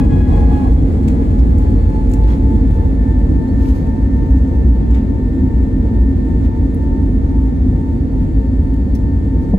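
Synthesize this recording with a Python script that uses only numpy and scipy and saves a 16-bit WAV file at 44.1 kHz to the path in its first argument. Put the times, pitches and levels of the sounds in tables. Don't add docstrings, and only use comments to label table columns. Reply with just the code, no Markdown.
import sys
import numpy as np
from scipy import signal
from scipy.fft import rfft, irfft, next_fast_len
from scipy.io import wavfile
from scipy.ndimage import uniform_filter1d, minimum_filter1d

SR = 44100
rng = np.random.default_rng(int(sys.argv[2]) if len(sys.argv) > 2 else 0)


def generate_wav(signal):
    frames = np.transpose(np.atleast_2d(signal))
    scaled = np.clip(frames, -1, 1) * 32767
    pcm = np.round(scaled).astype(np.int16)
    wavfile.write(sys.argv[1], SR, pcm)


N = 422478


def amp(db):
    return 10 ** (np.asarray(db) / 20)


def rms_one(x):
    return x / np.sqrt(np.mean(x ** 2) + 1e-20)


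def seconds():
    return np.arange(N) / SR


def in_time(rows):
    time_s, *columns = np.transpose(rows)
    return [np.interp(seconds(), time_s, column) for column in columns]


def at_hz(rows, hz):
    table_hz, *columns = np.transpose(rows)
    return [np.interp(np.log(hz), np.log(table_hz), column) for column in columns]


def drift(corner_hz):
    pole = np.exp(-2 * np.pi * corner_hz * 40 / SR)
    white = rng.standard_normal(N // 40 + 2002)
    slow = signal.lfilter([1], [1, -2 * pole, pole ** 2], white)[2000:]
    return np.interp(np.arange(N) / 40, np.arange(len(slow)), rms_one(slow - slow.mean()))


# (frequency [Hz], likeness [0-1], right leads [ms], left minus right [dB])
PORT_PAIR = [(40, .997, -.08, -.3), (90, .97, -.35, .3), (250, .87, -.13, -.7), (450, .75, .21, .5),
             (650, .3, .3, 1.5), (950, .65, .33, 0), (1500, .6, .318, 3), (2200, .1, .3, 1.2),
             (3400, .35, .29, .5), (5500, .2, .3, -2), (6700, .5, .298, 0), (9000, .85, .278, 0),
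             (11400, .85, .263, 0), (15800, .85, .253, .3)]


def coloured(gain_at):
    size = next_fast_len(N)
    hz = np.maximum(np.arange(size // 2 + 1) * SR / size, 1)
    likeness, lead_ms, pan_db = at_hz(PORT_PAIR, hz)
    left, own = rfft(rng.standard_normal((2, size)))
    shared = likeness * left * np.exp(2j * np.pi * hz * lead_ms / 1000)
    right = shared + np.sqrt(1 - likeness ** 2) * own
    ports = np.array([left * amp(pan_db / 2), right * amp(-pan_db / 2)])
    return rms_one(irfft(gain_at(hz) * ports, size)[:, :N])


def shape(spectrum, modes=()):
    def gain_at(hz):
        lift_db = sum(db / (1 + (2 * (hz - centre_hz) / width_hz) ** 2) for centre_hz, width_hz, db in modes)
        return amp(at_hz(spectrum, hz)[0] + lift_db)
    return gain_at


# (time [s], level [dB])
HISS_LEVEL = [(0, -50), (.8, -55.5), (2.5, -57.5), (5, -60), (8, -60.5), (9.58, -61)]
# (frequency [Hz], relative level [dB per Hz])
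HISS_SPECTRUM = [(1200, -28.5), (2400, -1), (3200, -2.5), (5700, -12), (7500, -5), (8300, -4),
                 (9200, -20.5), (10000, -7.5), (11300, -11.5), (12700, -16), (13700, -29.5), (15200, -18.5)]


def hiss():
    return amp(in_time(HISS_LEVEL)[0] + 0.98 * drift(20)) * coloured(shape(HISS_SPECTRUM))


# (time of top [s], peak [dB], frequency [Hz])
SQUEAK_EVENTS = [(2.311, -54, 3350), (2.553, -57, 3300), (3.482, -57, 4200), (3.502, -54, 4380),
                 (3.657, -49, 2300), (4.835, -56, 3350)]
SQUEAK_HALF_S = .01


def squeaks():
    out = np.zeros(N)
    for top_s, db, hz in SQUEAK_EVENTS:
        since = seconds() - top_s
        out += amp(db) * np.exp(-(since / SQUEAK_HALF_S) ** 2) * np.sin(2 * np.pi * hz * since)
    return out


# (frequency [Hz], relative level [dB per Hz])
DULL_SPECTRUM = [(500, -10.5), (900, 7.5), (2300, -4.5), (4500, -15), (8000, -22.5), (15600, -35.5)]
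KNOCKS_PER_S, KNOCK_CYCLES = 500, 30


def knocks():
    strength_db = 4 * np.minimum(rng.exponential(1, N), 3)
    clicks = (rng.random(N) < KNOCKS_PER_S / SR) * amp(strength_db)
    pitches_hz = np.geomspace(950, 4600, 14)
    dealt, out = rng.integers(0, 14, N), np.zeros(N)
    for k, hz in enumerate(pitches_hz):
        pole, step_rad = amp(-60 * hz / (KNOCK_CYCLES * SR)), 2 * np.pi * hz / SR
        gain = amp(at_hz(DULL_SPECTRUM, hz)[0]) * hz / pitches_hz[0]
        struck = clicks * (dealt == k) + 1e-18
        resonator = [0, np.sin(step_rad)], [1, -2 * pole * np.cos(step_rad), pole ** 2]
        out += gain * signal.lfilter(*resonator, struck)
    return rms_one(np.array([np.roll(out, 13), out]))


# (time of top [s], level before the dull/bright gains [dB], rise [s], fall [s], dullness [0-1])
RUSTLE_EVENTS = [(.55, -52.5, 0.059, 0.14, 0.86), (2.31, -45.5, .045, 0.057, 0.7),
                 (2.73, -50.5, .02, 0.041, 0.5), (3.70, -46, 0.11, 0.11, 0.47),
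                 (4.95, -50, 0.049, 0.07, 0.8), (6.45, -51, 0.017, .03, 0.73), (9.43, -58, 0.023, .03, 0.3)]
# (frequency [Hz], relative level [dB per Hz])
BRIGHT_SPECTRUM = [(2500, -25.5), (4000, -1.5), (7500, -6.5), (9200, -13), (11300, -3.5), (13700, -17),
                   (15600, -13)]
KNOCK_DB, DULL_GAIN_DB = -8, 9.5


def rustles():
    t, dull, bright = seconds(), np.zeros(N), np.zeros(N)
    for top_s, db, rise_s, fall_s, dullness in RUSTLE_EVENTS:
        swell = amp(db) * np.exp(-((t - top_s) / np.where(t < top_s, rise_s, fall_s)) ** 2)
        dull += swell * np.clip(dullness, 0, 1)
        bright += swell * np.clip(1 - dullness, 0, 1)
    dull_noise = coloured(shape(DULL_SPECTRUM)) + amp(KNOCK_DB) * knocks()
    bright_noise = amp(1.5 * drift(40)) * coloured(shape(BRIGHT_SPECTRUM))
    return amp(DULL_GAIN_DB) * dull * dull_noise + bright * bright_noise


# (time [s], rattle level before tail and ring [dB], thinness [0-1], length [s], ring [Hz])
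TICK_EVENTS = [(1.0785, -42, 0.4, 0.011, 7600), (1.081, -46, 0.1, 0.0056, 2350),
               (1.388, -54, 0.3, .012, 5000), (1.583, -45, 0.64, .004, 7300), (1.897, -55, 0.6, .008, 7000),
               (2.0956, -49, .6, .006, 7500), (2.113, -49, 0.5, .013, 7000), (2.135, -41, 0.53, .007, 7550),
               (2.235, -51, .4, .008, 4200), (2.278, -54, .5, .005, 5000), (2.333, -50, .02, .004, 2000),
               (4.3056, -59, 0.5, .008, 11000), (4.423, -61, 0.3, .008, 11000),
               (4.909, -53, 0.3, .004, 7300), (4.945, -49, .05, .008, 2000),
               (6.7445, -52, 0.55, .005, 11000), (8.736, -55, 0.26, .01, 11000),
               (8.949, -42, 0.6, 0.012, 5500)]
# (frequency [Hz], relative level [dB per Hz])
FULL_TICK_SPECTRUM = [(880, -10), (1500, 0.5), (2400, 4), (2950, 0.5), (6660, -5.5), (7640, -6.5),
                      (8940, -9.5), (10800, -18), (15600, -28.5)]
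THIN_TICK_SPECTRUM = [(4000, -35), (9000, -5.5), (11000, -0.5), (13000, -6.5), (15600, -0.5)]
TICK_ATTACK_S, TICK_TAIL_DB, TICK_TAIL_S = 0.0004, -8, .03
TICK_RING_DB, TICK_RING_Q = 9.5, 6.2


def ticks():
    out, t = np.zeros((2, N)), np.arange(SR // 8) / SR
    full, thin = coloured(shape(FULL_TICK_SPECTRUM)), coloured(shape(THIN_TICK_SPECTRUM))
    chatter_db = 4 * drift(150)
    for start_s, db, thinness, length_s, ring_hz in TICK_EVENTS:
        start, thinness = round(start_s * SR), np.clip(thinness, 0, 1)
        span = slice(start, start + len(t))
        held = 1 / (1 + (t / length_s) ** 7.1)
        tail = amp(TICK_TAIL_DB + chatter_db[span]) * np.exp(-t / TICK_TAIL_S)
        burst = amp(db) * np.minimum(t / TICK_ATTACK_S, 1) * (held + tail)
        rattle = burst * ((1 - thinness) * full[:, span] + thinness * thin[:, span])
        ring = signal.lfilter(*signal.iirpeak(ring_hz, TICK_RING_Q, SR), rattle)
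        out[:, span] += rattle + amp(TICK_RING_DB) * ring
    return out


# (frequency [Hz], level relative to THUD_DB [dB])
FLOOR_PANEL_MODES = [(191, -3.5), (300, -21), (467, -20), (600, -26), (720, -27), (890, -35), (1010, -38)]
THUD_START_S, THUD_DB, THUD_RISE_S = 9.5322, 2.5, 0.0105
THUD_QUICKENS = .3


def thud():
    after, out = np.maximum(seconds() - THUD_START_S, 0), np.zeros(N)
    for hz, mode_db in FLOOR_PANEL_MODES:
        age = after / THUD_RISE_S * (hz / FLOOR_PANEL_MODES[0][0]) ** THUD_QUICKENS
        envelope = (age * np.exp(1 - age)) ** 2
        out += amp(THUD_DB + mode_db) * envelope * np.sin(2 * np.pi * hz * after)
    return out


# (time [s], level [dB])
BUZZ_LEVEL = [(0, -29), (.25, -43), (.32, -30), (.6, -32.5), (.72, -40), (.9, -55), (1.1, -90)]
# (frequency [Hz], relative level [dB per Hz])
BUZZ_SPECTRUM = [(300, -70.5), (500, -22.5), (700, 0), (1100, -8.5), (1400, -28), (2500, -79.5)]
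# (frequency [Hz], width [Hz], lift [dB])
BUZZ_PANEL_MODES = [(730, 30, 4.3), (775, 50, 5), (833, 15, 20), (1090, 70, 8.9)]


def buzz():
    lumps_db = 2.5 * drift(10)
    return amp(in_time(BUZZ_LEVEL)[0] + lumps_db) * coloured(shape(BUZZ_SPECTRUM, BUZZ_PANEL_MODES))


# (time [s], blade tone [Hz])
NEAR_BLADE_HZ = [(0, 833.3), (.45, 834.8), (.85, 841.3), (2.0, 871.8), (2.6, 881.6), (3.3, 891.4),
                 (3.95, 896.4), (4.4, 895.8), (4.8, 893.9), (5.6, 899.3), (6.2, 897.1), (9.58, 896.8)]
# (time [s], blade-tone turns gained on the near fan [turns])
FAR_TURNS_GAINED = [(-.25, -1), (.62, 2), (1.47, 4), (1.82, 5), (2.94, 9), (3.31, 10), (3.8, 12),
                    (4.42, 14), (5.3, 18), (5.75, 19), (6.11, 20), (6.67, 22), (8.02, 25), (8.33, 26),
                    (8.52, 27), (9.86, 31)]
# (time [s], near blade tone [dB rms], far blade tone [dB rms], near 2nd harmonic [dB rms])
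TONE_LEVELS = [(0, -42, -38.5, -46.5), (.62, -43, -42.5, -49), (.8, -41.5, -47.5, -65),
               (1.2, -35.5, -56, -59), (1.8, -35.5, -45, -56), (2.45, -34.5, -44, -58.5),
               (3.1, -41, -45.5, -50), (4.2, -43, -44, -51), (5.0, -44, -45.5, -54.5),
               (5.8, -49.5, -48, -52.5), (6.7, -45, -45, -53.5), (8.0, -46.5, -50, -58),
               (9.58, -54.5, -44.5, -54)]
# (time [s], left minus right [dB])
NEAR_TONE_PAN = [(.3, -5), (.8, 0), (5.2, 0), (7, -10), (9, -5)]
# (time [s], 3rd [dB rms], 4th [dB rms], 5th [dB rms], 7th harmonic [dB rms])
HARMONIC_LEVELS = [(0, -53, -54, -67, -85), (.6, -58.5, -63, -69, -88), (.85, -71, -66.5, -68, -76),
                   (1.4, -71, -73, -73, -79), (1.8, -68, -73, -65, -84), (2.3, -69, -71.5, -70, -77),
                   (3.0, -72, -67.5, -74, -82.5), (3.7, -71, -81, -70.5, -76),
                   (4.5, -70, -74.5, -75.5, -71), (5.4, -72, -73.5, -78.5, -81),
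                   (6.4, -72.5, -70, -72.5, -77.5), (7.3, -73, -74.5, -76, -74.5),
                   (8.3, -71, -72, -69.5, -80), (9.58, -74.5, -80, -73, -81)]
# (multiple, mean right lead [rad], left minus right at lowest speed [dB])
HARMONIC_SIDES = [(3, 0, 5), (4, .3, 2), (5, .6, 1), (7, -1, -2)]
# (multiple, level at lowest speed [dB rms], level at top speed [dB rms], right lead [rad])
FAINT_HARMONICS = [(6, -78, -78.5, 2.1), (8, -77, -82.5, .3)]
NEAR_LEAD_IDLE_RAD, NEAR_LEAD_FULL_RAD, LEAD_SETTLES_AT = -2.3, -4.2, .6
FAR_LEAD_RAD, SECOND_LEAD_RAD = 1.0, .2
LEAD_WANDER_RAD, SECOND_JITTER_RAD = .8, .6
IDLE_FLUTTER_DB, FAINT_WAVER_DB = 2.8, 1


def fans():
    hz = uniform_filter1d(in_time(NEAR_BLADE_HZ)[0], size=SR // 4, mode="nearest")
    near_db, far_db, second_db = in_time(TONE_LEVELS)
    spool = (hz - hz.min()) / np.ptp(hz)
    side = np.array([[-.5], [.5]])
    near = 2 * np.pi * np.cumsum(hz) / SR
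    far = near + 2 * np.pi * in_time(FAR_TURNS_GAINED)[0]
    idle_db = IDLE_FLUTTER_DB * (1 - spool) ** 2 * drift(13)

    def flutter(depth_db):
        return idle_db + depth_db * np.array([drift(30), drift(31)])

    settled = np.minimum(spool / LEAD_SETTLES_AT, 1)
    near_lead = NEAR_LEAD_IDLE_RAD + settled * (NEAR_LEAD_FULL_RAD - NEAR_LEAD_IDLE_RAD)
    near_gain = amp(near_db + 1.2 * drift(8) + idle_db - in_time(NEAR_TONE_PAN)[0] * side)
    out = near_gain * np.sin(near + near_lead * side)

    far_gain = amp(far_db + 1.5 * drift(8) + idle_db - 1.5 * side)
    out += far_gain * np.sin(far + FAR_LEAD_RAD * side)

    second_phase = 2 * near + SECOND_JITTER_RAD * drift(9.2) + SECOND_LEAD_RAD * side
    out += amp(second_db + flutter(3.2) - 1.4 * side) * np.sin(second_phase)

    for (k, lead, pan_db), db in zip(HARMONIC_SIDES, in_time(HARMONIC_LEVELS)):
        gain = amp(db + flutter(3.1) - pan_db * (1 - spool) * side)
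        out += gain * np.sin(k * near + (lead + LEAD_WANDER_RAD * drift(.8)) * side)
    for k, idle_level_db, full_level_db, lead in FAINT_HARMONICS:
        level_db = idle_level_db + spool * (full_level_db - idle_level_db)
        gain = amp(level_db + flutter(3.5) + FAINT_WAVER_DB * drift(1))
        out += gain * np.sin(k * near + lead * side)
    return np.sqrt(2) * out


# (time [s], low roar [dB], rush [dB])
JET_LEVELS = [(0.05, -8, -24), (0.44, -12.5, -26.5), (0.73, -15.5, -31), (1.05, -14, -30), (2.81, -16, -32),
              (7.79, -16, -34), (8.86, -17.5, -35), (9.5, -16, -34)]
# (frequency [Hz], relative level [dB per Hz])
ROAR_SPECTRUM = [(40, -23.5), (75, -4.5), (100, -1.5), (125, -7.5), (200, -8), (300, -7), (380, -19.5),
                 (500, -29.5), (700, -65), (1500, -110)]
# (frequency [Hz], width [Hz], lift [dB])
CABIN_MODES = [(83.4, 17.7, 8.5), (160, 24, 4), (217.6, 36, 5.5), (264.2, 22.5, 11), (356.3, 31, 5.5)]
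# (frequency [Hz], relative level [dB per Hz])
RUSH_SPECTRUM = [(250, -2), (400, 18), (600, 11.5), (850, 8), (1000, 3), (1500, -3.5), (2100, -4.5),
                 (2800, -19), (4500, -18.5), (7000, -29.5), (10000, -70.5)]
# (frequency [Hz], width [Hz], lift [dB])
WALL_MODES = [(459, 21, 11.5), (528.4, 41, 4.5)]


def jet():
    roar_db, rush_db = in_time(JET_LEVELS)
    roar = amp(roar_db + .5 * drift(7.5)) * coloured(shape(ROAR_SPECTRUM, CABIN_MODES))
    rush = amp(rush_db + .4 * drift(8)) * coloured(shape(RUSH_SPECTRUM, WALL_MODES))
    return roar + rush


# (time [s], level [dB])
BOOM_LEVEL = [(0, -4), (1.0, -14), (2.3, -9.5), (3.3, -12.5), (4.5, -13), (5.3, -14.5), (6.0, -14),
              (6.6, -14.5), (8.3, -14.5), (9.58, -15)]
# (time of top [s], peak [dB])
BUMP_SURGES = [(1.408, -4.5), (2.301, -8.5), (2.499, -27), (3.71, -4.5), (4.335, -3), (4.434, -7.5),
               (4.595, -2.5), (4.705, -5), (4.94, -2), (5.599, -5), (5.868, -7), (6.05, -4.5), (6.37, -9),
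               (8.392, -7)]
BOOM_HZ, BOOM_WIDTH_HZ = 51.7, 29.8
SURGE_HZ, SURGE_HALF_S = 60.1, 0.047
LULL_AFTER_S, LULL_HALF_S, LULL_DB = 0.039, 0.037, -4


def boom(steadiness=0.23):
    def resonance(hz):
        return (hz / BOOM_HZ) ** 1.43 / (1 + (2 * (hz - BOOM_HZ) / BOOM_WIDTH_HZ) ** 2) ** 1.117

    band = signal.butter(4, [32, 200], "band", fs=SR, output="sos")
    noise = signal.sosfilt(band, coloured(resonance))
    swell = np.sqrt(uniform_filter1d(np.mean(noise ** 2, axis=0), size=SR // 20) + 0.018)
    t, level_db, rings = seconds(), in_time(BOOM_LEVEL)[0], np.zeros(N)
    for top_s, db in BUMP_SURGES:
        detune, turn = rng.standard_normal(2)
        since = t - top_s
        level_db = level_db + LULL_DB * np.exp(-((since - LULL_AFTER_S) / LULL_HALF_S) ** 2)
        ring = np.sin(2 * np.pi * (SURGE_HZ * (1 + 0.015 * detune) * since + turn))
        rings += amp(db) * np.exp(-(since / SURGE_HALF_S) ** 2) * ring
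    return amp(level_db) * rms_one(noise / swell ** steadiness) + rings


def scene():
    background = hiss() + squeaks() + rustles() + ticks() + thud()
    return background + buzz() + fans() + jet() + boom()


LIMIT_DB, RELEASE_DB_PER_S, CUTOFF_HZ = -.65, 82, 15750


def record(dry):
    peak_db = 20 * np.log10(np.abs(dry).max(axis=0) + 1e-9)
    over_db = np.maximum(peak_db - LIMIT_DB, 0)
    ramp_db = RELEASE_DB_PER_S * seconds()
    held_db = np.maximum.accumulate(over_db + ramp_db) - ramp_db
    cut_db = -minimum_filter1d(-held_db, size=601)
    for _ in range(3):
        cut_db = uniform_filter1d(cut_db, size=200)
    low_pass = signal.ellip(10, .3, 70, CUTOFF_HZ, fs=SR, output="sos")
    return signal.sosfilt(low_pass, dry * amp(-cut_db))


dry = scene()
out = record(dry)
generate_wav(out)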